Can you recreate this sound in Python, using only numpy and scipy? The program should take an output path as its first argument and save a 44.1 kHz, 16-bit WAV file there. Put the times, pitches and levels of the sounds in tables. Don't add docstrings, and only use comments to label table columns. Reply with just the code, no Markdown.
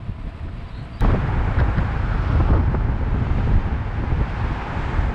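import sys
import numpy as np
from scipy import signal
from scipy.fft import rfft, irfft, next_fast_len
from scipy.io import wavfile
from scipy.ndimage import uniform_filter1d

SR = 44100
rng = np.random.default_rng(int(sys.argv[2]) if len(sys.argv) > 2 else 0)


def wav_record(signal):
    frames = np.transpose(np.atleast_2d(signal))
    bounded = np.clip(frames, -1, 1)
    quanta = np.round(bounded * 32767).astype(np.int16)
    wavfile.write(sys.argv[1], SR, quanta)


N = 226762
T = np.arange(N) / SR
JUMP_S = 1.0083

# frequency_hz, level_db
EDDY_SPECTRUM = [(12, -23.5), (25, 1), (60, 2.5), (110, -1.5), (170, -11.5), (280, -18.5), (450, -31),
                 (900, -53.5), (2000, -84.5)]
RASP_SPECTRUM = [(80, -20.5), (200, -2.5), (320, 1.5), (480, 0), (900, -6), (1500, -7.5), (2500, -30),
                 (5000, -49), (10000, -79)]
TOWN_SPECTRUM = [(40, -6), (150, 9.5), (400, -5.5), (650, -6.5), (1100, -6), (1500, -9.5), (2500, -12.5),
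                 (3500, -19), (4700, -26), (6000, -38), (9000, -41), (12000, -53), (15000, -65)]
PAWL_SPECTRUM = [(3000, -12), (6500, -17), (7900, 6), (8700, -9), (10300, -5), (12500, -27), (15000, -42)]
BLAST_SPECTRUM = [(90, -4.5), (220, 10.5), (420, 5.5), (650, -1.5), (1100, -14.5), (2300, -33), (5000, -46),
                  (9000, -69)]
TEAR_SPECTRUM = [(350, -7), (600, -3), (1050, 3.5), (1450, -5), (2200, -22), (5000, -43), (9000, -63.5)]
RATTLE_SPECTRUM = [(400, -34), (900, 6), (1600, 16.5), (2500, -9.5), (3600, -7), (5000, -10.5), (6200, -33),
                   (11000, -52)]
ROAR_SPECTRUM = [(100, 2), (350, -2.5), (620, -5.5), (850, 0), (1150, -4.5), (1600, -5.5), (2200, -12),
                 (3000, -24), (5000, -42.5), (9000, -62.5)]
HISS_SPECTRUM = [(1200, -4.5), (2300, 6.5), (3200, 1.5), (3900, -4), (4900, -9), (5800, -16.5), (8000, -22),
                 (9500, -29), (12000, -46), (15000, -51.5)]

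# time_s, depth_db
WIND_LULLS = [(0.155, 7), (0.21, 1), (0.31, 6), (0.38, 8), (0.69, 7), (0.74, 1), (0.885, 7), (1.545, 5.5),
              (1.729, 4), (1.89, 1), (2.245, 6), (2.456, 2), (2.64, 1), (2.99, 9), (3.25, 4.5),
              (3.625, 2.5), (3.765, -1.5), (4.27, 2), (4.725, -2.5), (4.905, 4)]
# time_s, thump_db, rasp_db, half_width_s
WIND_GUSTS = [(0.095, -22, -59, 0.0014), (0.262, -24.5, -47, 0.0087), (0.453, -30, -40.5, 0.022),
              (0.806, -28.5, -56, 0.012), (1.023, -26, -25.5, 0.012), (1.049, -17, -20, 0.014),
              (1.091, -24, -22.5, 0.021), (1.141, -18, -21.5, 0.015), (1.245, -19, -40, 0.005),
              (1.396, -20, -49, 0.0045), (1.589, -17, -28, 0.0034), (1.615, -18.5, -20.5, 0.011),
              (1.69, -19, -40, .004), (1.788, -14, -26, 0.0064), (1.828, -22, -25, 0.0043),
              (2.355, -19, -28, .006), (2.403, -16, -19.5, 0.0082), (2.492, -21.5, -23, 0.026),
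              (2.537, -20, -20.5, 0.016), (2.564, -21, -22.5, 0.013), (2.598, -19.5, -24, 0.0089),
              (2.685, -21, -39, 0.015), (2.747, -24, -19.5, 0.0085), (2.903, -20.5, -43, 0.0042),
              (3.012, -23, -27.5, 0.009), (3.144, -23, -24.5, 0.0063), (3.212, -18, -34, 0.0036),
              (3.313, -22, -39, 0.006), (3.383, -19, -28, 0.0057), (3.475, -15.5, -23, 0.0036),
              (3.513, -25, -28, 0.013), (3.563, -14, -35, 0.012), (3.675, -19, -29, 0.0055),
              (3.73, -21, -36, 0.0052), (3.995, -17, -33, 0.004), (4.039, -19.5, -28, 0.0061),
              (4.119, -18.5, -26.5, 0.0073), (4.171, -21, -45, 0.0027), (4.21, -18.5, -26, 0.0077),
              (4.336, -23, -42, .003), (4.445, -21.5, -37, 0.016), (4.522, -18.5, -46, 0.0026),
              (4.786, -22, -35, 0.0035), (4.986, -17.5, -28.5, 0.0075), (5.046, -20.5, -46, 0.0035),
              (5.098, -21, -33.5, 0.0089)]
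# time_s, level_db, half_width_s
SURFACE_BUMPS = [(0.49, -42.5, 0.0045), (1.274, -33, 0.006), (1.601, -28.5, 0.0092), (1.783, -28.5, 0.0054),
                 (3.545, -40, 0.014)]
# time_s, half_width_s, start_hz, end_hz, bandwidth_hz, level_db
SQUEAK_GLIDES = [(0.585, .03, 4660, 4640, 140, -68), (0.66, .014, 3820, 3860, 160, -60),
                 (0.684, 0.01, 4630, 4690, 130, -61), (0.775, 0.053, 3890, 4070, 650, -55),
                 (0.79, 0.022, 4230, 4280, 80, -57), (0.938, 0.018, 4715, 4605, 45, -50),
                 (0.985, 0.018, 4800, 4800, 350, -61), (1.005, .007, 3830, 3900, 198, -43)]
# time_s, force_db
HEADWIND = [(1.0, -20.5), (1.12, -17.5), (1.21, -23), (1.45, -21.5), (1.68, -20.5), (1.93, -24),
            (2.2, -20.5), (2.4, -18.5), (2.56, -19.5), (2.66, -21.5), (2.85, -20.5), (3.1, -22),
            (3.52, -21), (3.66, -23.5), (3.92, -27), (4.15, -23.5), (4.26, -26), (4.5, -28), (4.66, -31.5),
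            (4.95, -22), (5.14, -27)]
# nearest_s, pass_s, roar_db, hiss_db, sizzle_hz, sizzle_db
PASSING_CARS = [(1.0, 0.15, -30.5, -43, 4520, -64), (1.62, 0.56, -32, -47.5, 6770, -70),
                (2.301, 0.25, -42.5, -46.5, 4540, -58.5), (3.42, 0.26, -36.5, -47.5, 6000, -70),
                (4.48, 0.43, -33.5, -45.5, 4840, -64.5), (4.92, 0.27, -31.5, -46.5, 6520, -64.5)]


def undb(db):
    return 10 ** (np.asarray(db) / 20)


def unit(x):
    return x / np.sqrt(np.mean(x ** 2))


def colour(x, spectrum):
    hz, db = np.transpose(spectrum)
    size = next_fast_len(N)
    f = np.maximum(np.fft.rfftfreq(size, 1 / SR), 1)
    roll_off = np.minimum(f / hz[0], 1) ** 2 * np.minimum(hz[-1] / f, 1) ** 10
    gain = undb(np.interp(np.log(f), np.log(hz), db)) * roll_off
    return unit(irfft(rfft(x, size) * gain, size)[:N])


def noise(spectrum):
    return colour(rng.standard_normal(N), spectrum)


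def wander(rate_hz):
    size = next_fast_len(N)
    f = np.fft.rfftfreq(size, 1 / SR)
    low_passed = rfft(rng.standard_normal(size)) / (1 + (f / rate_hz) ** 4)
    return unit(irfft(low_passed, size)[:N])


def noise_band(hz, bandwidth_hz):
    phase = 2 * np.pi * np.cumsum(hz * np.ones(N)) / SR
    return unit(wander(bandwidth_hz / 2) * np.cos(phase) + wander(bandwidth_hz / 2) * np.sin(phase))


def swell(time_s, half_width_s):
    return np.exp(-.5 * ((T - time_s) / half_width_s) ** 2)


def eddies(even_s, speed):
    pressure = noise([(hz * speed, db) for hz, db in EDDY_SPECTRUM])
    local_power = uniform_filter1d(pressure ** 2, int(even_s * SR) + 1)
    return pressure / np.sqrt(local_power + 1e-9)


def wind(force_db, speed, buffet_db, rasp_db, rasp_growth):
    pressure = eddies(even_s=.055, speed=speed)
    puffs = unit(0.53 + np.abs(pressure) ** 1.1)
    rasp = noise(RASP_SPECTRUM) * puffs * undb(rasp_db + rasp_growth * (force_db + 18.5))
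    lull_db = sum(depth_db * swell(time_s, half_width_s=0.015) for time_s, depth_db in WIND_LULLS)
    return pressure * undb(force_db + buffet_db - lull_db) + rasp


def town():
    start_db, rise_db_per_s = -43, 4
    wash = noise(TOWN_SPECTRUM) * undb(start_db + rise_db_per_s * T + 0.77 * wander(16))
    low_whine = undb(-55.5) * noise_band(678, bandwidth_hz=69)
    high_whine = undb(-60) * noise_band(1000, bandwidth_hz=28)
    return wash + low_whine + high_whine


def freewheel():
    ticks_per_s, decay_s = 99, 0.0023
    start_db, rise_db_per_s = -80, 8
    tooth = np.floor(np.cumsum(ticks_per_s * (1 + 0.21 * wander(40))) / SR)
    drops = np.diff(tooth, prepend=0) * undb(5.5 * rng.uniform(-1, 1, N))
    envelope = signal.lfilter([1], [1, -np.exp(-1 / (decay_s * SR))], drops)
    ticks = colour(envelope * rng.standard_normal(N), PAWL_SPECTRUM)
    return ticks * undb(start_db + rise_db_per_s * T + 1.9 * wander(5.5))


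def gusts(on_road):
    thump_extra_s, rise_share = 0.0077, 0.28
    thump, rasp = 0, 0
    for time_s, thump_db, rasp_db, half_width_s in WIND_GUSTS:
        same_ride = on_road if time_s > JUMP_S else 1 - on_road
        thump += undb(thump_db) * swell(time_s, half_width_s + thump_extra_s) * same_ride
        rasp += undb(rasp_db) * swell(time_s, half_width_s * np.where(T < time_s, rise_share, 1))
    flutter = unit(undb(1.5 * wander(200)))
    blast = rasp * noise(BLAST_SPECTRUM)
    tearing = undb(7.5) * rasp ** 1.7 * noise(TEAR_SPECTRUM)
    return (blast + tearing) * flutter + thump * eddies(even_s=0.041, speed=1.03)


def bumps():
    jolts = sum(undb(db) * swell(time_s, half_width_s) for time_s, db, half_width_s in SURFACE_BUMPS)
    return jolts * noise(RATTLE_SPECTRUM) * unit(undb(3.6 * wander(180)))


def squeaks():
    sound = 0
    for time_s, half_width_s, start_hz, end_hz, bandwidth_hz, level_db in SQUEAK_GLIDES:
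        pitch_hz = np.interp(T, [time_s - half_width_s, time_s + half_width_s], [start_hz, end_hz])
        sound += undb(level_db) * swell(time_s, half_width_s) * noise_band(pitch_hz, bandwidth_hz)
    return sound


def click(peak_db, decay_s):
    age_s = T - JUMP_S
    return -undb(peak_db) * (age_s >= 0) * np.exp(-np.abs(age_s) / decay_s)


def traffic():
    roar_power = undb(-41.5) ** 2
    hiss_power, sizzle = 0, 0
    for nearest_s, pass_s, roar_db, hiss_db, sizzle_hz, sizzle_db in PASSING_CARS:
        distance = np.hypot(1, (T - nearest_s) / pass_s)
        roar_gain, treble_gain = distance ** -1.21, distance ** -1.4
        roar_power += (undb(roar_db) * roar_gain) ** 2
        hiss_power += (undb(hiss_db) * treble_gain) ** 2
        sizzle += undb(sizzle_db) * treble_gain * noise_band(sizzle_hz, bandwidth_hz=0.52 * sizzle_hz)
    roar = noise(ROAR_SPECTRUM) * np.sqrt(roar_power) * undb(0.58 * wander(29))
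    hiss = noise(HISS_SPECTRUM) * np.sqrt(hiss_power) * undb(.5 * wander(27))
    return roar + hiss + sizzle


def tyre_bands():
    middle_hz, sink_hz, middle_s, sink_s = 1464, 301.7, 1.98, .55
    centre_hz = middle_hz - sink_hz * np.tanh((T - middle_s) / sink_s)
    envelope = undb(-38) * swell(time_s=2.2, half_width_s=0.32)
    sinking_band = envelope * noise_band(centre_hz, bandwidth_hz=530)
    drone_hz = 850 * (1 + 0.032 * wander(1.6))
    return sinking_band + undb(-47) * noise_band(drone_hz, bandwidth_hz=110)


def scene():
    breeze_db = -31.5 + 1.5 * wander(6.5)
    path_wind = wind(breeze_db, speed=0.9, buffet_db=0, rasp_db=-40, rasp_growth=1.47)
    path = path_wind + town() + freewheel() + squeaks()
    headwind_db = np.interp(T, *np.transpose(HEADWIND))
    road_wind = wind(headwind_db, speed=1, buffet_db=1.46, rasp_db=-34, rasp_growth=1.39)
    road = road_wind + traffic() + tyre_bands()
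    on_road = np.clip((T - JUMP_S) / .002, 0, 1)
    ride = path * (1 - on_road) + road * on_road + gusts(on_road) + bumps()
    return (ride + click(peak_db=-16, decay_s=.0002))[None]


def record(dry):
    ceiling, cutoff_hz = 0.54, 15800
    rounded = dry / (1 + (dry / ceiling) ** 4) ** (1 / 4)
    soft_ends = signal.windows.tukey(N, .001)
    low_pass = signal.ellip(8, .2, 80, cutoff_hz, fs=SR, output="sos")
    return signal.sosfilt(low_pass, rounded * soft_ends)


dry = scene()
out = record(dry)
wav_record(out)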